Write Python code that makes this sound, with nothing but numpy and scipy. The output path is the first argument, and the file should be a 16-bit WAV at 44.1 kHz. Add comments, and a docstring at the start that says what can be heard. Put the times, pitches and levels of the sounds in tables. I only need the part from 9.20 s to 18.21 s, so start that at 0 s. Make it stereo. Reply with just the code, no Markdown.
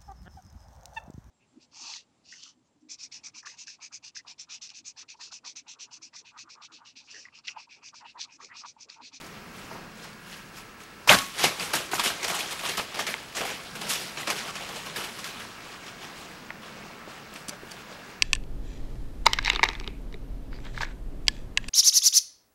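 """Bare forest, a stereo pair of microphone ports on a camera: a bow is released close by, off to the left,
and a deer that was stepping through dry leaves bolts away. Litter and the bow's clatter are clouds of small
damped rings; sharp cracks and ticks are short rings with puffs of noise. Trunks scatter all of these back as
sparse echoes. Behind lie filtered noises for hiss and rumble, and tones for the camera's buzz and whine."""
import sys
import numpy as np
from scipy import signal
from scipy.fft import rfft, irfft, next_fast_len
from scipy.io import wavfile
from scipy.ndimage import uniform_filter1d

SR = 44100
rng = np.random.default_rng(int(sys.argv[2]) if len(sys.argv) > 2 else 0)


def elevation(decibels):
    """Turn decibel levels (scalar or array-like) into linear amplitude ratios."""
    levels = np.asarray(decibels, float)
    return 10 ** (levels / 20)


def persist_wave(psi):
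    """Save psi, clipped to +-1, as 16-bit WAV."""
    counts = np.round(np.clip(psi, -1, 1) * 32767).astype(np.int16)
    wavfile.write(sys.argv[1], SR, np.atleast_2d(counts).T)


N = 397506
SIZE = next_fast_len(N)  # transform length


def evened(x):
    """Scales to rms 1."""
    return x / np.sqrt(np.mean(x ** 2) + 1e-20)


def read(points, hz):
    """Reads a spectrum table on a log frequency axis."""
    f, value = np.transpose(points)
    return np.interp(np.log(hz + 1), np.log(f + 1), value)


def curve_db(points):
    """Level along the whole scene from a (time [s], level [dB]) table."""
    return np.interp(np.arange(N) / SR, *np.transpose(points))


def add(mix, s, sound):
    """Mixes a sound in at time s, cut off at the end of the mix."""
    part = mix[..., round(s * SR):][..., :sound.shape[-1]]
    part += sound[..., :part.shape[-1]]


def tinted(db, bright_db):
    """Power of the dull, middle and crisp part: brightness tips the balance from dull to crisp."""
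    dull_db, crisp_db = -3.5, -9  # over the middle part at brightness 0
    return elevation(2 * np.array([db + dull_db - bright_db, db, db + crisp_db + bright_db]))


def parts(rows):
    """Power of the three parts along a curve, practically silent outside it."""
    s, db, bright_db = np.transpose(rows)
    t = np.arange(N) / SR
    return tinted(np.interp(t, s, db, -200, -200), np.interp(t, s, bright_db))


def grains(power, colour, cycles, density, spread_db, patchy_db, snaps_per_s, snap_share, count=32):
    """Many small damped rings, each with its own clicks; rarer snaps set all of them off together."""
    # centres of the dull, middle and crisp part [Hz]
    part_hz = [500, 2700, 9500]
    # how widely grains lie left and right: (frequency [Hz], side over middle [ratio])
    spread = [(200, 0.53), (1000, 0.17), (4000, 0.23), (12000, 0.45)]
    patch_len = 1323  # 30 ms in samples
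    n = power.shape[1]
    hz = np.geomspace(colour[1][0], 15000, count)
    # share of each ring in each part; the factor hz allows for the even log spacing
    share = np.array([read(list(zip(part_hz, row)), hz) for row in np.eye(3)])
    share *= elevation(2 * read(colour, hz)) * hz
    share /= share.sum(1, keepdims=True)

    # long random strips; each ring reads them from its own offsets
    chance, side = rng.random(2 * n), rng.standard_normal(2 * n)
    size = elevation(spread_db * np.minimum(rng.exponential(1, 2 * n), 4))
    size *= np.sign(rng.random(2 * n) - .5)
    snap_size = np.clip(size[:n], -elevation(2.1 * spread_db), elevation(2.9 * spread_db))
    common = evened(snap_size * (rng.random(n) < snaps_per_s / SR))

    # different leaves ring at different pitches: each pitch region comes and goes within some 30 ms
    patches = rng.standard_normal((count, n // patch_len + 2))
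    patches = evened(uniform_filter1d(patches, size=2, axis=0))
    mix, out = np.clip(snap_share, 0, 1), np.zeros((2, n))
    for f, weight, patch, (a, b, c) in zip(hz, share.T, patches, rng.integers(0, n, (count, 3))):
        own = evened(size[a:a + n] * (chance[b:b + n] < density * f / cycles / SR))
        drive = np.sqrt(1 - mix) * own + np.sqrt(mix) * np.sign(size[a]) * common
        at = np.flatnonzero(drive)
        patch_now = np.interp(at / patch_len, np.arange(len(patch)), patch)
        level = np.sqrt(weight @ power[:, at]) * elevation(patchy_db * patch_now)
        off = read(spread, f) * side[c + at]
        clicks = np.zeros((2, n))
        clicks[:, at] = drive[at] * level * [1 + off, 1 - off]
        pole = np.exp((-2.5 / cycles + 2j * np.pi) * f / SR)
        # a resonance applied twice starts softly
        ring = np.poly([pole, pole, pole.conjugate(), pole.conjugate()]).real
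        energy = np.linalg.norm(signal.lfilter([1, 0, -1], ring, np.arange(4096) == 0))
        out += signal.lfilter([1, 0, -1], ring, clicks) / energy
    return out


def crack(db, hz, t60, splinter, pan_db):
    """A sharp crack: a short ring at its pitch and a puff of splinter noise around it."""
    t = np.arange(SR // 10) / SR
    fall = elevation(-60 * t / max(t60, .004)) * np.minimum(t / 0.00024, 1)
    band = signal.butter(2, [hz * .5, min(hz * 1.95, 13000)], "band", fs=SR)
    puff = evened(signal.lfilter(*band, rng.standard_normal(len(t))))
    mix = np.clip(splinter, 0, 1)
    body = (1 - mix) * np.sin(2 * np.pi * hz * t) + mix * 0.4 * puff
    return elevation(db + np.array([[pan_db / 2], [-pan_db / 2]])) * body * fall


def leaves():
    """Scuffs swell and fade; sharp landings die away; below them the litter keeps stirring."""
    # litter stirring between the strides: (time [s], level [dB], brightness [dB])
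    stirring = [(0, -55, 0), (.6, -67, -9), (1.0, -67, 0), (1.86, -53, 1.5), (2.1, -49.5, 1),
                (2.5, -42.5, -2.5), (3.2, -50.5, -6), (3.9, -44, -1), (4.12, -48, 2), (4.4, -53.5, -7),
                (4.85, -49, -1), (5.4, -43.5, -2), (6.1, -47, 3.5), (6.6, -53, -4.5), (7.3, -57.5, -10),
                (7.7, -52, -9), (8.4, -58.5, -7.5), (9.01, -57.5, -8.5)]
    # legs dragging through the leaves: (time of peak [s], level [dB], swell over 20 dB [s],
    # fade over 20 dB [s], brightness [dB]); a negative time moves that end to the far side of the peak
    scuffs = [(.03, -48, 0.5, 0.5, 1), (.388, -46.5, 0.17, 0.34, 1.5), (.53, -48, .06, .2, -9.5),
              (.59, -47.5, -0.5, 0.55, 5), (.845, -44, 0.25, 0.17, -1), (1.138, -43.5, 0.2, .2, 3.5),
              (1.378, -43, 0.08, .15, 2.5), (1.606, -45.5, .03, 0.12, 2), (1.8, -54.5, -0.06, -5.5, 11),
              (2.21, -30, 0.11, 0.19, 4), (2.25, -20.5, 0.0551, 0.06, 0.5), (2.32, -36, 0.04, 0.06, -1),
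              (2.41, -29.5, 0.05, .2, 2), (2.49, -36, 0.18, -0.2, 0), (2.561, -28, 0.04, 0.11, 3),
              (2.74, -24, 0.01, 0, 3), (2.79, -28.5, 0.01, 0.01, 1.5), (2.86, -22.5, 0.04, 0, 3),
              (3.04, -36, -0.5, 0.5, 6), (3.18, -32.5, .5, 0.28, 1), (3.33, -35, 0.13, 0, 0.5),
              (3.47, -30.5, .14, .2, 2), (3.596, -32, 0.04, 0.03, -5), (3.8, -31.5, 0.1, 0.05, -3.5),
              (3.87, -29.5, 0, 0.13, 0), (3.92, -46, .08, .05, -2), (4.161, -32.5, 0.02, .4, 1.5),
              (4.31, -37.5, 0.05, 0.13, -5.5), (4.54, -44, .1, -0.2, 0), (4.63, -39, 0.1, 0.54, 0),
              (4.711, -27.5, 0.06, 0.11, 5.5), (4.83, -37, 0.6, .25, 2.5), (5.015, -34, .07, 0.03, 2),
              (5.11, -33.5, 0.08, 0.06, -4), (5.19, -34, 0.22, 0.14, 2), (5.31, -37, 0.16, 0, -5),
              (5.41, -40, 0.15, 0.15, 0), (5.52, -39.5, 0.1, .3, 0.5), (5.77, -33.5, 0.03, 0.23, 0.5),
              (5.9, -39.5, 0.06, 0, 0), (6.08, -40, 0.3, 0.12, 1), (6.21, -41.5, 0.2, 0.24, -1.5),
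              (6.52, -44.5, .4, 0.3, -1.5), (6.67, -41, 0.07, .11, -1.5), (6.83, -42, 0.12, 0.28, -2.5),
              (6.98, -43.5, 0.1, 0.52, -0.5), (7.15, -43, 2, -0.45, 0), (7.42, -46.5, 0, 0.6, -3),
              (7.55, -50.5, 0, 0.4, -5), (7.89, -47.5, 0.05, 0.5, -3), (8.16, -44.5, 0.06, 0.17, 0),
              (8.29, -39, .015, 0.01, -3), (8.325, -46.5, .06, 0.07, -8.5), (8.52, -51.5, 0.2, 0.25, 4.5),
              (8.62, -48.5, 0.34, 0.05, -6), (8.72, -48.5, 0.14, .19, -7), (8.91, -48.5, 0.5, .13, -4)]
    # sharp landings in the leaves: hooves, and probably the arrow's hit at 2.238 s:
    # (time [s], nominal peak [dB], thud [dB], crispness [dB], decay t60 [s]);
    # thud and crispness stand over the middle part
    landings = [(2.1876, -14.5, -13, -3, 0.21), (2.238, -1.5, -6, -6, 0.13), (2.2594, -14, -10, -6, 0.13),
                (2.3974, -27, -9, -14, .13), (2.534, -7.5, -1, -3.5, 0.15), (2.5514, -15, -9, 6, 0.12),
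                (2.7142, -16.5, -1, -3, 0.29), (2.7494, -15.5, 0.5, 1.5, 0.19),
                (2.795, -6.5, -12, -9, 0.16), (2.8366, -11, -2, -0.5, 0.18), (2.8614, -5.5, -13, -8, 0.2),
                (2.9, -18, 2.5, -4, .15), (3.029, -14.5, -6, -7, 0.12), (3.043, -11, -7, -6, 0.13),
                (3.0794, -16.5, -3, 1.5, .2), (3.098, -13.5, -2.5, -4.5, 0.18), (3.1477, -11, -7, -7, 0.16),
                (3.19, -12.5, -13, -5.5, .2), (3.3094, -19, 0.5, -2.5, 0.27),
                (3.3926, -17.5, -1, -9, 0.093), (3.4344, -18.5, -16, -5.5, .15),
                (3.4594, -18.5, -8, -8, .15), (3.4896, -11, -3.5, -7, .16), (3.5433, -25, -13, -5, .1),
                (3.572, -13, 0, -2.5, 0.19), (3.744, -17.5, -2, -9, 0.22), (3.791, -13.5, -9, -7, 0.23),
                (3.867, -11.5, -20, -11, 0.15), (4.15, -19, -7, -13.5, .15), (4.1674, -15, 0, -6, 0.19),
                (4.2077, -18.5, 6, -11, 0.13), (4.2517, -17.5, -6, -3, 0.32), (4.553, -19, 0, -7.5, 0.13),
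                (4.6133, -20, 2, -3, .15), (4.6927, -18.5, -3, 7, 0.18), (4.7336, -14.5, -20, -3, 0.18),
                (4.972, -18.5, -1, -18, 0.27), (5.072, -13, -0.5, -10, 0.3), (5.102, -8, -4, -4, 0.081),
                (5.1791, -17.5, -18.5, -19, 0.19), (5.3535, -20, -1, -9, 0.12),
                (5.4894, -21.5, -0.5, -8, 0.17), (5.5594, -21, -4, -6, 0.21), (5.6594, -22.5, -1, -9, 0.4),
                (5.7613, -21.5, 3, 2, .15), (5.8394, -22, -9, -6, 0.26), (5.9868, -22.5, -13, -7, .14),
                (6.0444, -18.5, -11.5, -12, 0.24), (6.1994, -25, -4, -4, 0.12)]
    # colour of dry leaves: (frequency [Hz], relative level per hertz [dB])
    leaf = [(59, -39), (100, -11.5), (162, -6.5), (293, -7.5), (427, -2), (624, -3.5), (1130, -1.5),
            (1450, -4), (2840, -1.5), (3220, -2.5), (11600, -7.5), (15300, -21)]
    crest_db, rise_s = 15, 0.0027  # a landing's nominal peak over its mean level; its onset

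    power, clock = parts(stirring), np.arange(N) / SR
    for s, db, swell, fade, bright_db in scuffs:
        near = slice(max(round((s - 2 * swell) * SR), 0), round((s + 2 * fade) * SR))
        late = clock[near] - s
        slope = np.maximum(late / max(fade, .01), -late / max(swell, .01))
        power[:, near] += tinted(db - 20 * slope, bright_db)

    t = np.arange(SR // 2) / SR
    for s, db, thud_db, crisp_db, t60 in landings:
        fall_db = db - crest_db - 60 * np.maximum(t - rise_s, 0) / max(t60, .02)
        part_db = np.array([[thud_db], [0], [crisp_db]])
        add(power, s - .002, elevation(2 * (fall_db + part_db)) * np.minimum(t / rise_s, 1) ** 2)
    return grains(power, leaf, cycles=3.5, density=1.5, spread_db=3.5, patchy_db=2.0,
                  snaps_per_s=220.0, snap_share=0.13)


def bow():
    """The string slaps home in a dense clatter; the arrow leaves with a rising squeal; the limbs ring on."""
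    # clatter of string, cables and limbs: (time [s], level [dB], brightness [dB])
    clatter = [(1.873, -35, -10), (1.876, -24.5, 3), (1.888, -21.5, 0), (1.9, -14, 2), (1.927, -14.5, 2),
               (1.947, -17.5, 0.5), (1.965, -27.5, 6), (2.0, -30.5, 2), (2.04, -39.5, 6), (2.12, -56, 15)]
    # colour of the clatter: (frequency [Hz], relative level per hertz [dB])
    bow_colour = [(35, -53), (60, -25), (170, -5), (402, -8), (610, -3.5), (717, -7), (1510, -4),
                  (2510, -9.5), (2750, -8.5), (11600, -7.5), (15300, -15)]
    # squeal: (time [s], frequency [Hz], rms level [dB])
    squeal = [(1.8923, 2450, -4), (1.8941, 2500, -8.5), (1.8944, 2920, -5.5), (1.897, 3280, -12),
              (1.898, 3600, -11)]
    # limb modes: (frequency [Hz], level [dB], decay t60 [s])
    limbs = [(39.7, -38, .35), (70, -34, .25), (189.7, -15.5, .15), (620, -36, .15), (1107, -21.5, .44),
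             (1550, -17, .15)]
    limbs_s = 1.905  # start of their ringing

    out, start = np.zeros((2, N)), round(clatter[0][0] * SR)
    power = parts(clatter)[:, start:start + SR // 2]
    add(out, start / SR, grains(power, bow_colour, cycles=3.5, density=2.5, spread_db=5.0, patchy_db=1.5,
                                snaps_per_s=370.0, snap_share=0.18))
    s, hz, db = np.transpose(squeal)
    t = np.arange(s[0], s[-1], 1 / SR)
    turn = 2 * np.pi * np.cumsum(np.interp(t, s, hz)) / SR
    tone = np.sqrt(2) * elevation(np.interp(t, s, db)) * np.sin(turn)
    add(out, s[0], tone * signal.windows.tukey(len(t), .15))

    t = np.arange(SR // 2) / SR
    for hz, db, t60 in limbs:
        add(out, limbs_s, elevation(db - 60 * t / t60) * np.minimum(t / 0.022, 1) * np.sin(2 * np.pi * hz * t))
    return out


def release():
    """The string slips free on the left: a ring and a puff of noise."""
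    # (time [s], level [dB], frequency [Hz], decay t60 [s], share of splinter noise [0-1])
    slips = [(1.8755, -14.5, 990, .03, .54)]
    out = np.zeros((2, N))
    for s, *row in slips:
        add(out, s, crack(*row, pan_db=14))
    return out


def sharp_cracks():
    """Sharp cracks and knocks, a little right of the middle: short rings with puffs of noise."""
    # twigs, and perhaps the arrow striking (1.987 and 2.241 s):
    # (time [s], level [dB], frequency [Hz], decay t60 [s], share of splinter noise [0-1])
    cracks = [(0.013, -28, 4500, 0.0081, .7), (.066, -34, 7000, .015, .8), (.512, -30.5, 900, 0.086, .6),
              (.52, -28.5, 398, .07, 0.63), (.551, -29, 600, .059, 0.9), (.914, -48, 6500, .02, .6),
              (.931, -35, 4500, .02, .54), (1.636, -35, 6500, .02, .5), (1.987, -8, 3920, .024, 0.74),
              (2.241, -3.5, 530, 0.019, 0.75), (2.245, -8, 2910, 0.033, 0.48),
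              (2.398, -18, 4700, .018, 0.35), (2.605, -19.5, 620, 0.018, 0.4),
              (2.733, -11, 755, 0.05, 0.84), (2.743, -13.5, 7040, .014, 0.57),
              (2.781, -18, 1340, .036, 0.54), (2.795, -16.5, 946, .04, 0.36), (3.046, -17, 2930, 0.034, 1),
              (3.322, -21, 2680, 0.015, .9), (3.597, -10, 616, 0.014, 0.56),
              (3.793, -12.5, 1190, .026, 0.57), (3.941, -6, 2140, 0.0047, 0.37),
              (3.9406, -19, 3600, 0.0046, 0.4), (3.942, -21.5, 890, 0.018, 0.5),
              (4.182, -21, 1800, .03, 0.4), (4.207, -18, 362, 0.017, 0.5), (4.254, -21, 770, 0.034, 0.3),
              (4.32, -24, 500, 0.027, 0.7), (4.736, -15.5, 5500, .02, .7), (5.031, -19, 1970, .02, 0.57),
              (5.1029, -12, 1810, 0.013, 0.83), (5.367, -20, 2520, .017, 0.65),
              (5.574, -29.5, 600, .03, .4), (5.76, -25.5, 1700, 0.053, 0.44), (6.043, -20, 4000, .02, 1),
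              (6.091, -31, 2000, .02, .6), (6.205, -30, 1510, .03, 0.6), (6.25, -28, 1000, .03, 0.7),
              (7.305, -13.5, 1960, 0.0047, 0.15), (7.306, -26.5, 920, .03, 0.76),
              (7.356, -34, 1750, .03, .3), (7.875, -29, 330, .05, .5), (8.139, -30, 7600, .02, .75),
              (8.155, -32.5, 280, 0.034, .5), (8.16, -27, 2590, .03, 0.8), (8.288, -26, 250, 0.039, .5),
              (8.434, -23.5, 394, 0.021, 0.35), (8.725, -32, 2300, .03, .7)]
    pan_db, scatter_db = -3, 1.5  # left over right: mean and spread
    out = np.zeros((2, N))
    for s, *row in cracks:
        add(out, s, crack(*row, pan_db + scatter_db * rng.standard_normal()))
    return out


def ticks():
    """Something small and hard ticks close by: its modes ring together under a puff of noise."""
    # (time [s], peak level of the ringing [dB])
    tick_times = [(8.2835, -25), (8.293, -22.5), (8.5114, -36.5), (8.5164, -29)]
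    # (frequency [Hz], relative level before scatter [dB], decay t60 [s])
    modes = [(4660, 1, .036), (5450, -3, .03), (6002, -1, .03), (7300, -3, .027), (7950, -7, .027),
             (8670, -7, .027), (9238, -4, .03), (10600, -7, .025), (11800, -10, .022)]
    out, t = np.zeros((2, N)), np.arange(SR // 10) / SR
    for s, db in tick_times:
        ring = 0
        for hz, mode_db, t60 in modes:
            fall = elevation(mode_db + 4.2 * rng.standard_normal() - 60 * t / t60)
            ring = ring + fall * np.sin(2 * np.pi * (hz * t + rng.random()))
        puff = crack(db + 0.5, 4700, 0.025, splinter=1, pan_db=-1)
        add(out, s, elevation(db) * ring / abs(ring).max() + puff)
    return out


def woods(x):
    """Trunks scatter the sound: sparse taps of random sign, each pitch dying at its own rate."""
    # decay of the scattered sound: (frequency [Hz], t60 [s])
    woods_t60 = [(150, 0.51), (1000, 0.37), (4000, 0.71), (15000, 0.39)]
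    taps = np.zeros((2, SR // 2))
    # one tap in every 20 samples, the first after 100
    at = np.arange(100, SR // 2 - 20, 20) + rng.integers(0, 20, (2, (SR // 2 - 101) // 20))
    np.put_along_axis(taps, at, rng.choice([-1., 1.], at.shape), 1)
    hz, t, z = signal.stft(taps, SR, nperseg=256)
    fading = z * elevation(-60 * t / read(woods_t60, hz)[:, None])
    tail = signal.istft(fading, SR, nperseg=256)[1]
    return signal.fftconvolve(x[None], tail / np.linalg.norm(tail[0]), axes=1)[:, :N]


def ports(left, right):
    """The pair of microphone ports shifts phase and balance between the sides (spectra in, sound out)."""
    # (frequency [Hz], phase by which left leads [rad])
    lead = [(0, 0), (260, 1.58), (1100, 0.47), (2200, 0.41), (8000, 0.65), (16000, 0)]
    # (frequency [Hz], left over right [dB])
    tilt = [(60, 8.5), (110, -8), (200, -5.5), (380, -3), (700, -2), (1300, -1), (2400, -2), (4400, -0.5),
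            (15000, -1)]
    hz = np.fft.rfftfreq(SIZE, 1 / SR)
    half = elevation(read(tilt, hz) / 2) * np.exp(.5j * read(lead, hz))
    edge = 1 / (1 + (hz / 15250) ** 80)  # steep upper edge [Hz]
    return irfft(np.array([left * half, right / half]) * edge, SIZE)[:, :N]


def bed(gain, db):
    """Noise of a given spectrum, partly alike at both ports; db is the rms level of the mean of the two."""
    # left-right likeness before a small offset: (frequency [Hz], correlation [-1 to 1])
    likeness = [(60, -1.17), (180, -0.36), (550, -0.32), (1650, 0.056), (4970, -0.31), (15000, -0.15)]
    same = np.clip(read(likeness, np.fft.rfftfreq(SIZE, 1 / SR)) + 0.035, -1, 1)
    a, b = rfft(rng.standard_normal((2, SIZE))) * gain
    both = ports(a, same * a + np.sqrt(1 - same ** 2) * b)
    return elevation(db) * both / np.std(both.mean(0))


def air():
    """Hiss of woods and microphone: noise of a fixed colour whose level drifts."""
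    # colour: (frequency [Hz], relative level per hertz [dB])
    air_colour = [(12, -38), (20, -3.5), (70, -1.5), (174, 0), (321, -0.5), (487, -2.5), (625, -5.5),
                  (1060, -3.5), (1320, -5.5), (2060, -8), (2720, -8.5), (3300, -19.5), (4740, -13),
                  (12500, -34.5), (15200, -41)]
    # drift over the base level: (time [s], level [dB])
    air_swell = [(0, 2.5), (.6, 5.5), (.75, 0), (1.85, 1), (6, 1.5), (7.5, 1), (9.01, 1)]
    base_db = -50.5
    return bed(elevation(read(air_colour, np.fft.rfftfreq(SIZE, 1 / SR))), base_db + curve_db(air_swell))


def rumble():
    """A low rumble that swells and sinks: noise in a band around 190 Hz."""
    # (time [s], level [dB])
    rumble_level = [(0, -52), (.5, -54), (1.3, -55), (2.0, -65), (3.2, -74), (3.55, -59), (4.05, -66),
                    (4.69, -46), (4.9, -55), (5.9, -51.5), (6.5, -62.5), (7.45, -52.5), (8.0, -58),
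                    (8.4, -53), (9.01, -59.5)]
    hz = np.fft.rfftfreq(SIZE, 1 / SR)
    return bed(1 / (1 + ((hz - 190) / 55) ** 4), curve_db(rumble_level))


def fizz():
    """Top hiss above some 10 kHz, swelling until about .55 s, then dropping and slowly rising again."""
    # (time [s], level [dB])
    fizz_level = [(0, -68), (.55, -64), (.7, -71), (9.01, -68)]
    hz = np.fft.rfftfreq(SIZE, 1 / SR)
    return bed(1 / (1 + (10000 / (hz + 1)) ** 6), curve_db(fizz_level))


def camera():
    """Multiples of the picture field rate, slightly wavering in level, and the line-scan whine."""
    # (multiple of the field rate [ratio], rms level before wavering [dB])
    buzz = [(.5, -71), (1, -81), (20, -67.5), (22, -62), (24, -64), (26, -66), (27, -64.5), (28, -64.5),
            (30, -68.5), (32, -70), (36, -85), (37, -67), (45, -72), (46, -69.5)]
    field_hz, whine_hz, whine_db = 59.94, 15734.3, -69
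    t, out = np.arange(N) / SR, 0
    for k, db in buzz:
        waver_db = 3.4 * np.sin(2 * np.pi * (rng.uniform(0.29, 1.5) * t + rng.random()))
        out = out + elevation(db + waver_db) * np.sin(2 * np.pi * (k * field_hz * t + rng.random()))
    whine = elevation(whine_db) * np.sin(2 * np.pi * whine_hz * t)
    return np.sqrt(2) * (out + whine)


def scene():
    """Leaves, cracks and bow, direct and scattered by the trunks, over the background."""
    litter, string = leaves(), bow()
    knocks = sharp_cracks() + release() + ticks()
    ground = elevation(-2) * litter + elevation(-11.5) * woods(litter.mean(0))
    ground += knocks + elevation(-20) * woods(knocks.mean(0))
    # the bow is off to the left: louder there, and the right port hears it later
    bow_sound = string * elevation([[1.5], [-1.5]]) + elevation(-16.0) * woods(string.mean(0))
    near = rfft(bow_sound, SIZE)
    lag_s = 2.5e-5
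    near[1] *= np.exp(-2j * np.pi * np.fft.rfftfreq(SIZE, 1 / SR) * lag_s)
    return ports(*(rfft(ground, SIZE) + near)) + air() + rumble() + fizz() + camera()


def low_pass(x):
    """Removes everything above the highest recorded frequency."""
    return signal.sosfilt(signal.butter(12, 15810, fs=SR, output="sos"), x)


def record(dry):
    """Peaks beyond full scale clip."""
    clipped = np.clip(dry, -1, 1)
    return low_pass(clipped)


dry = scene()
out = record(dry)
persist_wave(out)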